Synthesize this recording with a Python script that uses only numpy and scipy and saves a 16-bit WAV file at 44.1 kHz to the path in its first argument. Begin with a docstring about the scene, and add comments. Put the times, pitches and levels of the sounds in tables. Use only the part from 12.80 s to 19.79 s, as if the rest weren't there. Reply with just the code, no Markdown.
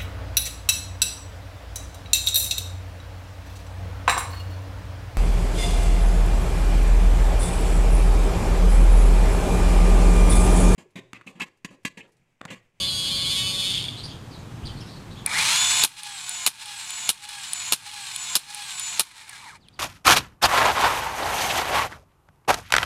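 """A pavement, with a toy robot on it: a geared arm motor whines and coasts to a stop, then a dart launcher's
motor spins up, winds a spring and lets the plunger slam six times. Motors are lines locked to shaft speed
over coloured noise; slams are decaying noise, ticks are ringing modes. Sparrows are gliding sines, the street
is filtered noise. The camera's gain control ducks at every slam and creeps back."""
import sys
import numpy as np
from scipy import signal
from scipy.fft import rfft, irfft
from scipy.io import wavfile
from scipy.ndimage import uniform_filter1d

SR = 44100
rng = np.random.default_rng(int(sys.argv[2]) if len(sys.argv) > 2 else 0)


def magnitude_from_level(level_db):
    """Linear magnitude for a level in decibels (20 dB per decade)."""
    exponent = np.asarray(level_db, float) / 20
    return 10 ** exponent


def digitize_waveform(pressure):
    """Quantize a signal to 16-bit integers and store it at the path in sys.argv[1].

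    Rows of a 2-D input are taken as channels; values are limited to [-1, 1].
    """
    field = np.atleast_2d(pressure).T
    bounded = np.clip(field, -1, 1)
    quanta = np.round(bounded * 32767).astype(np.int16)
    wavfile.write(sys.argv[1], SR, quanta)


N = 308259
SECONDS = np.arange(N) / SR


def rms_one(x):
    """Scales to rms 1."""
    return x / np.sqrt(np.mean(x ** 2) + 1e-20)


def in_time(rows):
    """Interpolates each column over the first, time [s]."""
    s, *columns = np.transpose(rows)
    return [np.interp(SECONDS, s, c) for c in columns]


def at_hz(points, hz):
    """Interpolates (frequency [Hz], level [dB]) over log frequency."""
    points_hz, points_db = np.transpose(points)
    return np.interp(np.log(hz), np.log(points_hz), points_db)


def filtered(x, order, hz, kind):
    """Butterworth filter."""
    return signal.sosfilt(signal.butter(order, hz, kind, fs=SR, output="sos"), x)


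def colour(x, spectrum, peaks=()):
    """Weights the spectrum by an outline and bell-shaped resonances; rms 1."""
    hz = np.fft.rfftfreq(N, 1 / SR) + 1
    db = at_hz(spectrum, hz)
    for centre_hz, width_hz, peak_db in peaks:
        db = db + peak_db / (1 + (2 * (hz - centre_hz) / width_hz) ** 2)
    return rms_one(irfft(rfft(x) * magnitude_from_level(db), N))


def dulled(x, split_hz, treble_db):
    """Gentle contacts excite less treble: the part above the split gets its own gain."""
    low = signal.sosfiltfilt(signal.butter(2, split_hz, fs=SR, output="sos"), x)
    return low + magnitude_from_level(treble_db) * (x - low)


def drift(rate_hz):
    """Slow random wander, rms 1: noise through two equal one-pole lowpasses."""
    r = np.exp(-2 * np.pi * rate_hz / SR)
    wander = signal.lfilter([1], [1, -2 * r, r * r], rng.standard_normal(N + SR))
    return rms_one(wander[SR:])   # first second is run-in


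def ring(clicks, hz, t60_s):
    """Two-pole resonator: a unit click starts a decaying sine of height 1."""
    r, w = magnitude_from_level(-60 / (t60_s * SR)), 2 * np.pi * hz / SR
    return signal.lfilter([0, np.sin(w)], [1, -2 * r * np.cos(w), r * r], clicks + 1e-18)


def grains(per_s, spread_db):
    """Random clicks of uneven size and either sign."""
    sizes = magnitude_from_level(spread_db * np.minimum(rng.exponential(1, N), 4)) * rng.choice([-1, 1], N)
    return sizes * (rng.random(N) < per_s / SR)


# launcher motor from rest to first slam:
# (time [s], shaft speed [turns/s], load on the gears [0-1], pull of the spring [0-1])
START_UP = [(2.46, 15.0, .2, 0.0), (2.49, 36, .55, 0.0), (2.52, 57, .72, 0.0), (2.55, 78, .8, .1),
            (2.6, 99.5, .88, .2), (2.65, 116, .7, .35), (2.7, 130.3, .85, .6), (2.75, 138.9, .95, .55),
            (2.79, 143.3, .9, .9), (2.83, 145.3, .92, .95), (2.92, 145.6, .92, .99), (3.01, 143.6, .9, .95)]
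# free run, then the spring is picked up and wound: (time after slam [s], then as START_UP)
WINDING_STROKE = [(0.07, 160.2, .1, 0.28), (0.12, 166.4, 0.053, .05), (0.153, 167.3, 0.89, 0.44),
                  (0.183, 169.3, 0.28, 0.075), (0.22, 168.2, 0.82, .45), (0.3, 163, 0.66, 0.88),
                  (0.345, 156.6, 0.94, 0.79), (0.39, 149.3, .7, .9), (0.5, 146.4, 0.77, 1),
                  (0.6, 142.7, 0.76, 0.93)]
# power cut, friction stops the gears: columns as START_UP
RUN_DOWN = [(6.121, 145, 0.75, 1), (6.17, 136, 0.69, 0.76), (6.261, 103, .2, .1), (6.33, 99, 0.18, .05),
            (6.408, 92.5, 0.62, 0.047), (6.47, 80.6, .3, .05), (6.53, 69.8, .8, .25), (6.6, 56, .6, .3),
            (6.681, 36.8, .8, .5), (6.74, 21.6, .75, .7), (6.79, 9.8, 0.094, 0.096)]
# lines of 24 teeth, 5 commutator bars, a second gear stage at 7.2: (multiple of shaft speed, relative level [dB])
DOUBLE_TOOTH_LINES = [(47.95, 4.5), (53.1, 5), (42.97, -9.5), (56.5, -26), (72.4, -4.5)]
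TOOTH_LINES = [(24.22, 0), (30.2, -11), (18.1, -18.5), (36.4, -12)]
BRUSH_LINES = [(4.94, 2), (10.08, 0.5), (15.1, -7), (20.11, 4.5), (7.19, -6), (21.6, -21.5), (26.45, -1),
               (16.77, -7)]
# rattle outline: (frequency [Hz], relative level [dB])
RATTLE_OUTLINE = [(290, -55), (500, -24), (668, -18), (819, -6), (1400, -4.5), (1570, -5), (1870, -4.5),
                  (2430, 1), (2810, -2), (4210, 1), (4730, -4), (6510, -5.5), (7750, -3), (10500, -11),
                  (16000, -30)]
# plastic shell resonances, also heard in the slams: (frequency [Hz], width [Hz], gain [dB])
SHELL_MODES = [(893, 52, 8.5), (1660, 83, 4), (2470, 95, 2.5), (2890, 120, 5), (3600, 280, 1.5),
               (4180, 77, 4.5), (5100, 100, 5), (6830, 170, 0.5), (7230, 93, -4), (8850, 140, 3.5),
               (9900, 490, 4), (12100, 100, -4.5)]
# how well the shell radiates a steady line: (frequency [Hz], gain [dB])
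SHELL_RADIATION = [(500, -30), (720, -8.5), (765, -10.5), (840, 12), (1050, 4), (1200, 1.5), (1450, -6),
                   (1600, 3.5), (2400, 5.5), (2950, -5.5), (3500, 2.5), (3900, -3), (4300, 3.5),
                   (5000, -2.5), (6200, 1), (7750, -6), (8100, -8), (8600, -9), (9800, -15), (10400, -7.5),
                   (10800, -8), (11200, -17), (16000, -25)]
# how each layer answers: (at full load and working speed [dB], lost without load [dB],
# lost with a slack spring [dB], gained per octave of speed [dB])
RATTLE_RESPONSE = (-18.5, 7.5, -1.5, 1.5)
DOUBLE_TOOTH_RESPONSE = (-20, 7.5, 28, 4.5)
TOOTH_RESPONSE = (-20, 53.5, -1, 2.5)
BRUSH_RESPONSE = (-32, 10.5, 7.5, 4.5)
WORKING_TURNS_PER_S = 145
CREEP_TURNS_PER_S = 15.6   # below this all launcher motor sound dies away


def launcher_motion():
    """Joins start-up, one winding stroke after each of the first five slams, and run-down."""
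    rows = list(START_UP)
    slam_times_s = [row[0] for row in SLAM_BLOWS[:-1]]
    ends_s = slam_times_s[1:] + [RUN_DOWN[0][0]]
    for slam_s, end_s in zip(slam_times_s, ends_s):
        rows.append((slam_s, *rows[-1][1:]))
        rows += [(slam_s + s, *rest) for s, *rest in WINDING_STROKE if slam_s + s < end_s]
    return rows + list(RUN_DOWN)


def response_db(law, load, pull, octaves):
    """Layer level from gear load, spring pull and shaft speed."""
    full_db, idle_db, slack_db, octave_db = law
    return full_db - idle_db * (1 - load) - slack_db * (1 - pull) + octave_db * octaves


def launcher():
    """Gear and brush lines ride on the shaft speed above a rattle of tooth contacts in the shell."""
    rows = launcher_motion()
    speed, load, pull = in_time(rows)
    octaves = np.log2(speed / WORKING_TURNS_PER_S)
    slow = np.clip(1 - speed / 140, 0, 1)
    turns = np.cumsum(speed * (1 + 0.00098 * drift(30))) / SR

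    contacts = rms_one(grains(40 * speed, spread_db=1.5)) + 0.73 * rng.standard_normal(N)
    throb = 1 + 0.037 * np.cos(2 * np.pi * turns) + 0.3 * np.cos(10 * np.pi * turns)
    rattle_db = response_db(RATTLE_RESPONSE, load, pull, octaves)
    rattle = colour(contacts * throb, RATTLE_OUTLINE, SHELL_MODES)
    rattle = dulled(rattle, split_hz=2000, treble_db=0.63 * (rattle_db + 21) - 4.9 * slow)

    # at low speed the teeth bump a shell mode near 2.4 kHz, harder under power
    grind = rms_one(ring(contacts, hz=2370, t60_s=0.013))
    powered = SECONDS < RUN_DOWN[0][0]
    rattle = rattle + 0.75 * slow * (0.49 + 0.63 * powered) * grind
    out = magnitude_from_level(rattle_db + (1.32 + 0.29 * slow) * drift(53)) * rattle

    families = ((DOUBLE_TOOTH_LINES, DOUBLE_TOOTH_RESPONSE), (TOOTH_LINES, TOOTH_RESPONSE),
                (BRUSH_LINES, BRUSH_RESPONSE))
    for lines, law in families:
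        family_db = response_db(law, load, pull, octaves)
        for order, line_db in lines:
            flutter_db = 2.4 * drift(20) + 3 * slow * drift(45)   # slow gears mesh unevenly
            radiated_db = at_hz(SHELL_RADIATION, order * speed)
            gain = magnitude_from_level(family_db + line_db + radiated_db + flutter_db)
            out += np.sqrt(2) * gain * np.sin(2 * np.pi * order * turns)

    running = (SECONDS > rows[0][0]) * (SECONDS < rows[-1][0])
    return out * np.clip(speed / CREEP_TURNS_PER_S, 0, 1) ** 4 * running


# plunger slams: (time [s], blow [dB], second blow [dB])
SLAM_BLOWS = [(3.037, 10.5, 9), (3.6635, 11.5, 8), (4.2908, 10, 5), (4.9225, 10.5, 7.5), (5.5535, 11.5, 6),
              (6.1949, 11.5, 7)]
# clatter outline: (frequency [Hz], relative level [dB])
SLAM_OUTLINE = [(59, -45), (100, -11), (564, -16), (1270, -7), (1870, -13.5), (2410, -7), (3180, -5),
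                (3940, 0), (4780, -6.5), (10100, -3), (14500, -13), (15500, -43), (16500, -52)]
SECOND_BLOW_S = 0.0087


def slams():
    """Each blow builds within a millisecond to a dense plastic clatter that dies in a few hundredths of a second."""
    blows = np.zeros(N)
    for s, db, second_db in SLAM_BLOWS:
        at = np.round(np.array([s, s + SECOND_BLOW_S]) * SR).astype(int)
        blows[at] = magnitude_from_level([db, second_db])
    crack, body, tail = (signal.lfilter([1], [1, -magnitude_from_level(-60 / (t60_s * SR))], blows)
                         for t60_s in (.012, .045, .25))
    decay = 0.5 * crack + body + magnitude_from_level(-31.5) * tail
    envelope = signal.lfilter([.025], [1, -.975], decay)   # softens the onset
    clatter = envelope * colour(rng.standard_normal(N), SLAM_OUTLINE, SHELL_MODES)
    return filtered(clatter, 2, 130, "high")   # too small to push deep bass


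# switch and ratchet ticks: (time [s], strike strength [dB], weight below 5 kHz [dB])
TICK_STRIKES = [(2.462, -7, -18), (3.233, -3, -4), (3.493, 5.5, -14), (3.857, -6, -4), (4.105, 1.5, -10),
                (4.489, -4, -11), (4.733, 3.5, -8), (5.114, -10, 1), (5.361, 3, -7), (5.746, 0.5, -9),
                (5.996, 1.5, -15), (6.317, -22.5, -3), (6.494, -3.5, -13), (6.885, -27.5, 6.5)]
# what a tick rings with: (frequency [Hz], relative level [dB], t60 [s])
TICK_RINGING = [(2450, -6.5, 0.028), (3300, 8, 0.0093), (4100, 6.5, 0.0091), (6220, -3, 0.0055),
                (7540, -6, 0.0063), (9300, 4, 0.016), (10300, 5.5, 0.0071), (10870, -12, 0.024),
                (12000, -26, .005)]
# the plunger rebounds once: (time after slam [s], strike strength [dB], weight below 5 kHz [dB])
PLUNGER_REBOUND = (0.039, -7.5, -4)


def ticks():
    """Every tick strikes the same modes with new strengths; the contact lasts about a millisecond."""
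    delay_s, *rebound_strike = PLUNGER_REBOUND
    rebounds = [(row[0] + delay_s, *rebound_strike) for row in SLAM_BLOWS]
    s, strike_db, weight_db = np.transpose(list(TICK_STRIKES) + rebounds)
    at = np.round(s * SR).astype(int)
    out = np.zeros(N)
    chance = rng.normal(0, 1, (len(at), len(TICK_RINGING)))
    contact = rng.standard_normal((len(TICK_RINGING), 40)) * np.hanning(40) / 4
    for k, (hz, mode_db, t60_s) in enumerate(TICK_RINGING):
        clicks = np.zeros(N)
        clicks[at] = magnitude_from_level(strike_db + mode_db - 7.5 + weight_db * (hz < 5000) + 2 * chance[:, k])
        out += ring(np.convolve(clicks, contact[k])[:N], hz, t60_s)
    return filtered(out, 2, 1500, "high")


# arm motor before its coasting decay:
# (time [s], shaft speed [turns/s], gear level [dB], added band near 4.4 kHz [dB])
ARM_MOTION = [(0.0, 185.1, -28, -11.5), (0.08, 185.2, -26, 0), (0.18, 185.7, -28, -9),
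              (0.24, 183.9, -26.5, -7.5), (0.41, 184.1, -27, -2.5), (0.57, 185.5, -24, -12),
              (0.62, 187.5, -26.5, -12), (0.79, 187.1, -27.5, -10), (0.9, 187.4, -26, -11.5)]
# gear noise outline: (frequency [Hz], relative level [dB])
ARM_OUTLINE = [(710, -63), (1200, -35), (1890, -27), (2180, -22), (3590, -1), (4500, -10), (5970, -11),
               (9510, -22.5), (12500, -31), (16000, -50)]
# gearbox resonances and dips: (frequency [Hz], width [Hz], gain [dB])
GEARBOX_MODES = [(2150, 67, 6), (3170, 560, 4.5), (3576, 91, 3), (4180, 550, -14.5), (5870, 790, -12),
                 (6760, 1400, -2), (8020, 440, -5), (8960, 310, 9), (11300, 370, 3.5)]
# three-bar commutator hum and one whine: (multiple of shaft speed, mean level [dB])
ARM_HUM = [(3, -54), (6, -53), (9, -65), (12, -50), (19, -40)]
# gear slack knocks as the arm stops: (time [s], strike strength [dB])
SLACK_KNOCKS = [(0.8244, -14.5), (0.9453, -16), (0.9764, -15), (1.0044, -19.5), (1.0405, -18),
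                (1.0564, -24), (1.0829, -14), (1.1004, -26), (1.1424, -41), (1.293, -34)]
ARM_OFF_S, ARM_STILL_S = 0.95, 1.6   # power cut; gear noise ends
ARM_SLOWING_S, ARM_FADE_DB_PER_S = 0.98, 75   # coasting: speed time constant, level slope
ARM_TEETH = 10


def arm():
    """Ten teeth knock in a slowly shifting pattern, once per turn; unpowered, the gears knock loosely."""
    speed, level_db, upper_db = in_time(ARM_MOTION)
    coasting_s = np.maximum(SECONDS - ARM_OFF_S, 0)
    speed = speed * np.exp(-coasting_s / ARM_SLOWING_S)
    level_db = level_db - ARM_FADE_DB_PER_S * coasting_s
    driven = np.clip((ARM_OFF_S - SECONDS) / 0.094, 0, 1)
    turns = np.cumsum(speed * (1 + 0.0013 * drift(28))) / SR

    teeth = np.floor(turns * ARM_TEETH).astype(int)
    knock = np.diff(teeth, prepend=0) > 0
    pattern = np.array([0.72 * (k == 0) + 1.4 * drift(7.0) for k in range(ARM_TEETH)])
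    strengths = pattern[teeth % ARM_TEETH, np.arange(N)]
    shudder = rng.standard_normal(200) * magnitude_from_level(-60 * np.arange(200) / SR / .003)
    shudder = irfft(np.exp(1j * np.angle(rfft(shudder))))   # flat spectrum, same phases
    whine = rms_one(np.convolve(knock * strengths, shudder)[:N]) * driven

    loose = (1 - driven) * rms_one(grains(900, spread_db=3.5))
    smooth = .62 * rng.standard_normal(N)
    hiss = (smooth + .5 * loose) * (1 + 0.29 * np.cos(2 * np.pi * turns))

    gears = colour(whine + hiss, ARM_OUTLINE, GEARBOX_MODES)
    upper = filtered(whine + hiss, 2, [4050, 4750], "band")
    gears = gears + magnitude_from_level(upper_db) * rms_one(upper)
    gears = gears / np.sqrt(uniform_filter1d(gears ** 2, size=3000) + 1e-6)   # even out, then set the level
    gears = dulled(gears, split_hz=6000, treble_db=-4.0 * (1 - driven)) * magnitude_from_level(level_db)
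    hum = sum(magnitude_from_level(db + 2.0 * drift(5.6)) * np.sin(2 * np.pi * order * turns) for order, db in ARM_HUM)
    return gears * (SECONDS < ARM_STILL_S) + np.sqrt(2) * hum * driven + arm_knocks()


def arm_knocks():
    """Slack gears strike three modes; a soft contact swells for a millisecond or two."""
    s, strike_db = np.transpose(SLACK_KNOCKS)
    at = np.round(s * SR).astype(int)
    chance = rng.normal(0, 1, (len(at), 3))
    out = np.zeros(N)
    for k, (hz, mode_db) in enumerate([(2300, -21.5), (3400, -7), (4500, -19.0)]):
        clicks = np.zeros(N)
        clicks[at] = magnitude_from_level(strike_db + mode_db + 2 * chance[:, k])
        swell = ring(clicks, hz, 0.0061) * 0.067
        out += ring(swell, hz, 0.038)
    return out


# sparrow notes: (time [s], length [s], start [Hz], middle [Hz], end [Hz], level [dB])
SPARROW_NOTES = [(1.165, 0.055, 4100, 4100, 4260, -40.5), (1.23, 0.04, 4600, 4720, 4570, -37.5),
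                 (1.275, 0.067, 3300, 3280, 3300, -45), (1.507, 0.07, 5200, 4180, 3850, -47),
                 (1.582, 0.027, 7260, 6600, 6000, -57), (1.829, 0.031, 2200, 3230, 3640, -49.5),
                 (1.853, 0.028, 4660, 4470, 4220, -39.5), (1.862, 0.049, 3930, 3350, 2990, -42.5),
                 (1.956, 0.059, 4330, 4280, 4200, -51), (1.993, 0.041, 4010, 3180, 2500, -51),
                 (2.002, 0.025, 5480, 5230, 5100, -47), (2.045, 0.063, 5500, 5300, 5460, -56),
                 (2.06, 0.13, 3600, 4330, 4100, -49), (2.302, 0.041, 3830, 4100, 4130, -50.5),
                 (2.352, 0.069, 2900, 3520, 2950, -51), (6.801, 0.08, 5360, 3540, 2460, -48),
                 (6.927, 0.021, 3880, 4640, 4660, -41), (6.953, 0.017, 5020, 3600, 2820, -46)]
FLAT_RASP, RASP_LOSS_PER_OCTAVE = 0.86, 0.98   # flat notes rasp, wide glides are clear


def sparrows():
    """Gliding whistles, some rasped by fast flutter, with a blur of echoes from the hedge."""
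    out, flutter = np.zeros(N), drift(375)
    for s, length_s, start_hz, middle_hz, end_hz, db in SPARROW_NOTES:
        glide_octaves = abs(np.log2(end_hz / start_hz))
        rasp = np.clip(FLAT_RASP - RASP_LOSS_PER_OCTAVE * glide_octaves, 0, 1)
        i = round(s * SR)
        u = np.linspace(0, 1, min(round(length_s * SR), N - i))
        hz = np.polyval(np.polyfit([0, .5, 1], [start_hz, middle_hz, end_hz], deg=2), u)
        phase = 2 * np.pi * np.cumsum(hz) / SR
        envelope = np.sqrt(np.sin(np.pi * u)) * (1 - rasp + rasp * flutter[i:i + len(u)])
        tone = np.sin(phase) + 0.26 * rasp * np.sin(2 * phase)
        out[i:i + len(u)] += np.sqrt(2) * magnitude_from_level(db) * envelope * tone
    echo_s = np.arange(SR // 5) / SR
    hedge = rng.standard_normal(len(echo_s)) * magnitude_from_level(-60 * echo_s / 0.37)
    return out + magnitude_from_level(-32.5) * signal.fftconvolve(out, hedge)[:N]


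# street outline: (frequency [Hz], relative level [dB])
STREET_OUTLINE = [(12, -55), (20, -14), (139, -3), (616, -21.5), (794, -19.5), (1180, -22.5), (1950, -27.5),
                  (2120, -28.5), (2310, -28), (2810, -30), (3420, -29.5), (4790, -34.5), (7730, -37.5),
                  (15200, -50), (16500, -85)]
# traffic drone resonance: (frequency [Hz], width [Hz], gain [dB])
DRONE = [(112.4, 35, 4)]
# wind on the microphone: (time [s], length [s], level [dB])
WIND_PUFFS = [(1.851, 0.03, -28.5), (1.94, 0.11, -40.5)]
STREET_DB = -40


def street():
    """Far traffic as coloured noise that wavers a little, and puffs of wind as 25-90 Hz noise."""
    traffic = colour(rng.standard_normal(N), STREET_OUTLINE, DRONE)
    out = magnitude_from_level(STREET_DB + 0.42 * drift(1.6)) * traffic
    lumps = rms_one(filtered(rng.standard_normal(N), 2, [25, 90], "band"))
    for s, length_s, db in WIND_PUFFS:
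        out += magnitude_from_level(db) * lumps * np.exp(-(2 * (SECONDS - s) / length_s) ** 2)
    return out


def scene():
    """Sums all sources to one channel."""
    return (launcher() + slams() + ticks() + arm() + sparrows() + street())[None]


def band_limit(x):
    """A steep low-pass at the top of the band."""
    return signal.sosfilt(signal.butter(12, 16810, fs=SR, output="sos"), x)


def record(dry):
    """Gain control: grabs loud sound in milliseconds, lets go at a steady rate; soft clip, top cut."""
    threshold_db, release_db_per_s, slope = -20.5, 16, 0.84
    level_db = 10 * np.log10(signal.lfilter([.012], [1, -.988], dry[0] ** 2) + 1e-12)
    fall_db = release_db_per_s * SECONDS
    held_db = np.maximum.accumulate(level_db + fall_db) - fall_db
    cut_db = slope * np.maximum(held_db - threshold_db, 0)
    cut_db = signal.lfilter([.08], [1, -.92], cut_db)   # smooths the gain
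    out = 0.8 * np.tanh(dry * magnitude_from_level(-cut_db) / 0.73)
    out = filtered(out, 8, 15800, "low")
    return band_limit(out)


dry = scene()
out = record(dry)
digitize_waveform(out)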